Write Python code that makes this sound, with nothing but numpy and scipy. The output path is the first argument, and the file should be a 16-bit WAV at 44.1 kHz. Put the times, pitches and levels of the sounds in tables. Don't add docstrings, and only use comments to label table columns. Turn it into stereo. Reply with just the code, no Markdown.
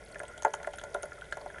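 import sys
import numpy as np
from scipy import signal
from scipy.fft import rfft, irfft
from scipy.io import wavfile
from scipy.ndimage import uniform_filter1d

SR = 44100
rng = np.random.default_rng(int(sys.argv[2]) if len(sys.argv) > 2 else 0)


def digitize_waveform(pressure):
    field = np.atleast_2d(pressure).T
    bounded = np.clip(field, -1, 1)
    quanta = np.round(bounded * 32767).astype(np.int16)
    wavfile.write(sys.argv[1], SR, quanta)


N = 70560
AGE = np.arange(SR // 3) / SR
TICK_RISE_S = .00028

# f/Hz, level/dB, t60/s
HOLLOW_MODES = [(401, -4.5, 0.31), (442.8, 3.5, 0.16), (509, -7, 0.24), (583.2, 5.5, 0.16),
                (637.8, 1.5, 0.088), (705, -6.5, 0.09), (818, -9, 0.02), (880, -5.5, 0.12),
                (1006, -5.5, 0.11), (1076, 1.5, 0.055)]
# f/Hz, level/dB, t60/s
WALL_MODES = [(1450, -38, .07), (1415.7, 10.5, 0.09), (1446, 3.5, .1), (1470, -2, 0.18), (1679, -2.5, 0.26),
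              (1810, -45, 0.021), (1920, -18.5, 0.3), (1995, 9, 0.03), (2306, -11.5, 0.029)]
# t/s, hollow level/dB, wall level/dB, bubble f/Hz, bubble level/dB, bubble t60/s
DROP_HITS = [(.1575, -40.5, -44.5, 1700, -24, 0.011), (.2013, -38, -36.5, 1520, -23.5, 0.015),
             (0.215, -42.5, -52, 580, -31, 0.018), (.233, -38, -47, 586, -36, 0.087),
             (.3125, -83, -69, 1365, -36.5, 0.038), (.379, -48, -85, 1320, -67, 0.011),
             (.4225, -45.5, -67, 930, -25.5, 0.011), (.4492, -23, -25, 860, -5, 0.02),
             (.4585, -34, -34, 1850, -30, 0.017), (.4655, -25, -59, 670, -17, 0.023),
             (.5389, -35.5, -36.5, 880, -11, 0.0081), (.6005, -43, -52, 2000, -37, 0.015),
             (0.63, -44.5, -55, 1446, -35.5, 0.05), (.6457, -60, -41.5, 1720, -23, 0.0091),
             (.6724, -30, -34.5, 605, -27.5, 0.032), (0.7364, -45, -45, 747, -28, 0.02),
             (.784, -49.5, -43.5, 1500, -37, 0.043), (.7955, -81, -48, 1450, -66, .02),
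             (0.8138, -42.5, -46.5, 1600, -27, 0.005), (.8355, -36.5, -44.5, 563, -55, 0.078),
             (0.947, -27, -46, 1383, -21.5, 0.048), (.962, -65, -46.5, 670, -22, .025),
             (1.032, -38.5, -64, 1401, -28.5, 0.042), (1.0375, -56, -63, 561, -21.5, 0.029),
             (1.055, -82, -44.5, 1360, -49, .03), (1.12, -66, -42, 1520, -29, 0.012),
             (1.181, -53, -58.5, 1315, -34, .03), (1.2197, -50, -59, 1455, -29.5, 0.055),
             (1.3242, -41, -36, 1534, -15, 0.013), (1.370, -35, -44, 738, -30, 0.019),
             (1.412, -39.5, -60, 704, -30, 0.013), (1.4612, -37, -50.5, 700, -20.5, 0.014),
             (1.5014, -48, -51, 1580, -28, 0.011), (1.544, -47, -43.5, 1380, -33, 0.0073),
             (1.56, -49.5, -52, 1364, -40.5, 0.088), (1.5839, -47, -47.5, 1590, -20, 0.0062)]
def drops():
    out, hollow, wall = np.zeros(N), ring(HOLLOW_MODES), ring(WALL_MODES)
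    slosh_gain, slosh_s = .035, .0035
    for at, hollow_db, wall_db, hz, bubble_db, t60 in DROP_HITS:
        push = slosh_gain * rng.standard_normal(len(AGE)) * np.exp(-AGE / slosh_s)
        push[0] = 1
        body = undb(hollow_db) * hollow + undb(wall_db) * wall
        add(out, at, signal.fftconvolve(push, body))
        add(out, at, undb(bubble_db) * bubble(hz, t60, rise_s=.0007, glide_per_s=3.3))
    return out


def ring(modes, rise_s=.002, early_t60=.029, linger=.34):
    tone = sum(undb(db) * fade(t60) * np.sin(2 * np.pi * hz * AGE) for hz, db, t60 in modes)
    hit = tone * (1 - np.exp(-AGE / rise_s)) * (linger + fade(early_t60))
    return hit / np.std(hit[:int(.008 * SR)])


def bubble(hz, t60, rise_s, glide_per_s):
    pitch = hz * (1 + glide_per_s * np.minimum(AGE, t60))
    return np.sin(2 * np.pi * np.cumsum(pitch) / SR) * fade(t60) * (1 - np.exp(-AGE / rise_s))


# t/s, ping f/Hz, ping level/dB, crack level/dB
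BURSTS = [(0.05, 10070, -45.5, -67), (.1205, 8920, -48, -63), (.1245, 4400, -44.5, -59),
          (0.1447, 2450, -40, -47.5), (0.1845, 6570, -57, -46), (0.1934, 8600, -41, -45),
          (0.2328, 8400, -63, -42.5), (0.253, 3300, -43.5, -64), (0.2812, 8170, -37, -47),
          (0.3777, 7150, -45.5, -42), (.380, 3150, -45, -66), (0.391, 3480, -43, -72),
          (0.4223, 6500, -32, -37.5), (0.4228, 4360, -41.5, -64), (.432, 6400, -34.5, -43),
          (0.4483, 6700, -29, -34.5), (0.5363, 6440, -33, -52), (0.5388, 3170, -32, -32),
          (0.5482, 9700, -41, -71), (0.5498, 6800, -35.5, -58), (.6305, 10100, -69, -40.5),
          (.6682, 7760, -47, -46), (0.672, 3420, -47, -46), (.7345, 3110, -40, -47),
          (.739, 3260, -45, -47.5), (0.748, 3270, -43, -69), (0.7584, 9100, -41, -50),
          (0.7735, 10000, -44, -64), (0.7848, 3590, -40, -40.5), (.788, 6650, -40.5, -68),
          (0.796, 3340, -36, -66), (0.8137, 3370, -44, -46), (0.8379, 6600, -42, -39),
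          (0.9436, 10080, -43.5, -36.5), (0.9453, 3590, -38, -68), (1.024, 9600, -37, -61),
          (1.031, 6530, -36, -35.5), (1.054, 10300, -43, -56), (1.2119, 3230, -45, -52.5),
          (1.254, 3540, -44, -62), (1.3247, 3520, -36, -38.5), (1.327, 4320, -37, -62),
          (1.3705, 6630, -57, -43.5), (1.414, 4400, -46.5, -54), (1.5025, 3380, -52, -68),
          (1.5845, 3220, -49, -51)]
# f/Hz, level/dB
CRACK_COLOUR = [(1500, 10.5), (2400, -1), (3300, 5), (4000, -5), (4500, -2), (5200, -4), (6700, 5),
                (7400, -1), (10000, 0), (12000, -16)]
def ticks(ping_t60=.015, crack_t60=.023):
    pings, crack_envelope = np.zeros(N), np.zeros(N)
    for at, hz, ping_db, crack_db in BURSTS:
        add(pings, at, undb(ping_db) * bubble(hz, ping_t60, TICK_RISE_S, glide_per_s=1.3))
        add(crack_envelope, at, undb(crack_db) * fade(crack_t60))
    return spit(pings) + crack_envelope * noise(CRACK_COLOUR)


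def spit(pings, depth=.75, flutter_hz=2000):
    return pings * (1 + depth * wander(flutter_hz)) / np.hypot(1, depth)


def trickle(modes, db, flicker_db=5, flicker_hz=25.29):
    stir = rng.standard_normal(N) * undb(flicker_db * wander(flicker_hz))
    return level(irfft(rfft(stir) * rfft(ring(modes), N), N), db)


def droplets():
    wall = ring(WALL_MODES)
    return patter(lambda size: wall, per_s=59, floor_db=-59, spread_db=1.5)


def fizz(low_hz=2700, high_hz=11000, t60=.005):
    def pip(size):
        hz = high_hz * (low_hz / high_hz) ** size
        tone = np.sin(2 * np.pi * hz * AGE) * fade(t60) * (1 - np.exp(-AGE / TICK_RISE_S))
        return tone[:SR // 100]
    return spit(patter(pip, per_s=200, floor_db=-55, spread_db=4))


# f/Hz, width/Hz
VESSEL_NOTCHES = [(527, 48), (1165, 300)]
def vessel(x, low_cut_hz=488):
    x = signal.sosfilt(signal.butter(4, low_cut_hz, "highpass", fs=SR, output="sos"), x)
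    for hz, width in VESSEL_NOTCHES:
        x = signal.lfilter(*signal.iirnotch(hz, hz / width, fs=SR), x)
    return x


def room(x, t60=.1, wet_db=-11):
    tail = rng.standard_normal(len(AGE)) * fade(t60)
    return x + undb(wet_db) * signal.fftconvolve(x, tail / np.linalg.norm(tail))[:N]


# f/Hz, level/dB
MID_COLOUR = [(20, -11.5), (55, 3), (100, -6.5), (150, -6), (260, -12.5), (600, -2.5), (1150, -29.5),
              (2100, -11.5), (2800, -28), (3300, -20), (4000, -32), (5500, -28), (6700, -26), (7500, -31.5),
              (10000, -24.5), (12000, -41)]
# f/Hz, level/dB
SIDE_COLOUR = [(30, 3), (130, 0), (300, -4.5), (1500, -14.5), (3000, 1.5), (6000, 5.5), (10500, 4.5),
               (11300, 3), (12000, -19)]
def hiss(mid_db=-52.5, side_db=-76):
    mid = undb(mid_db) * noise(MID_COLOUR)
    side = undb(side_db) * noise(SIDE_COLOUR)
    return np.array([mid + side, mid - side])


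def patter(make, per_s, floor_db, spread_db):
    out = np.zeros(N)
    for when, softness, size in rng.random((int(per_s * N / SR), 3)):
        db = floor_db - spread_db * np.log(max(softness, .1))
        add(out, when * N / SR, undb(db) * make(size))
    return out


def noise(colour):
    hz, db = np.array(colour).T
    gain = undb(np.interp(np.log(np.fft.rfftfreq(N, 1 / SR) + 1), np.log(hz), db))
    return level(irfft(rfft(rng.standard_normal(N)) * gain, N), 0)


def wander(rate_hz):
    hold = int(SR / rate_hz)
    steps = np.repeat(rng.standard_normal(N // hold + 1), hold)
    return level(uniform_filter1d(steps, hold)[:N], 0)


def fade(t60):
    return np.exp(-np.log(1000) * AGE / t60)


def undb(db):
    return 10 ** (np.asarray(db) / 20)


def level(x, db):
    return x * undb(db) / np.sqrt(np.mean(x ** 2))


def add(out, at, sound):
    start = int(np.clip(at * SR, 0, N - 1))
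    out[start:start + len(sound)] += sound[:N - start]


def scene():
    bed = hiss()
    dripping = room(drops() + ticks())
    flow = trickle(HOLLOW_MODES, db=-52) + trickle(WALL_MODES, db=-57)
    return vessel(dripping + flow + fizz() + droplets()) + bed


def record(dry, top_hz=11400):
    return signal.sosfilt(signal.ellip(8, .2, 70, top_hz, fs=SR, output="sos"), dry)


dry = scene()
out = record(dry)
digitize_waveform(out)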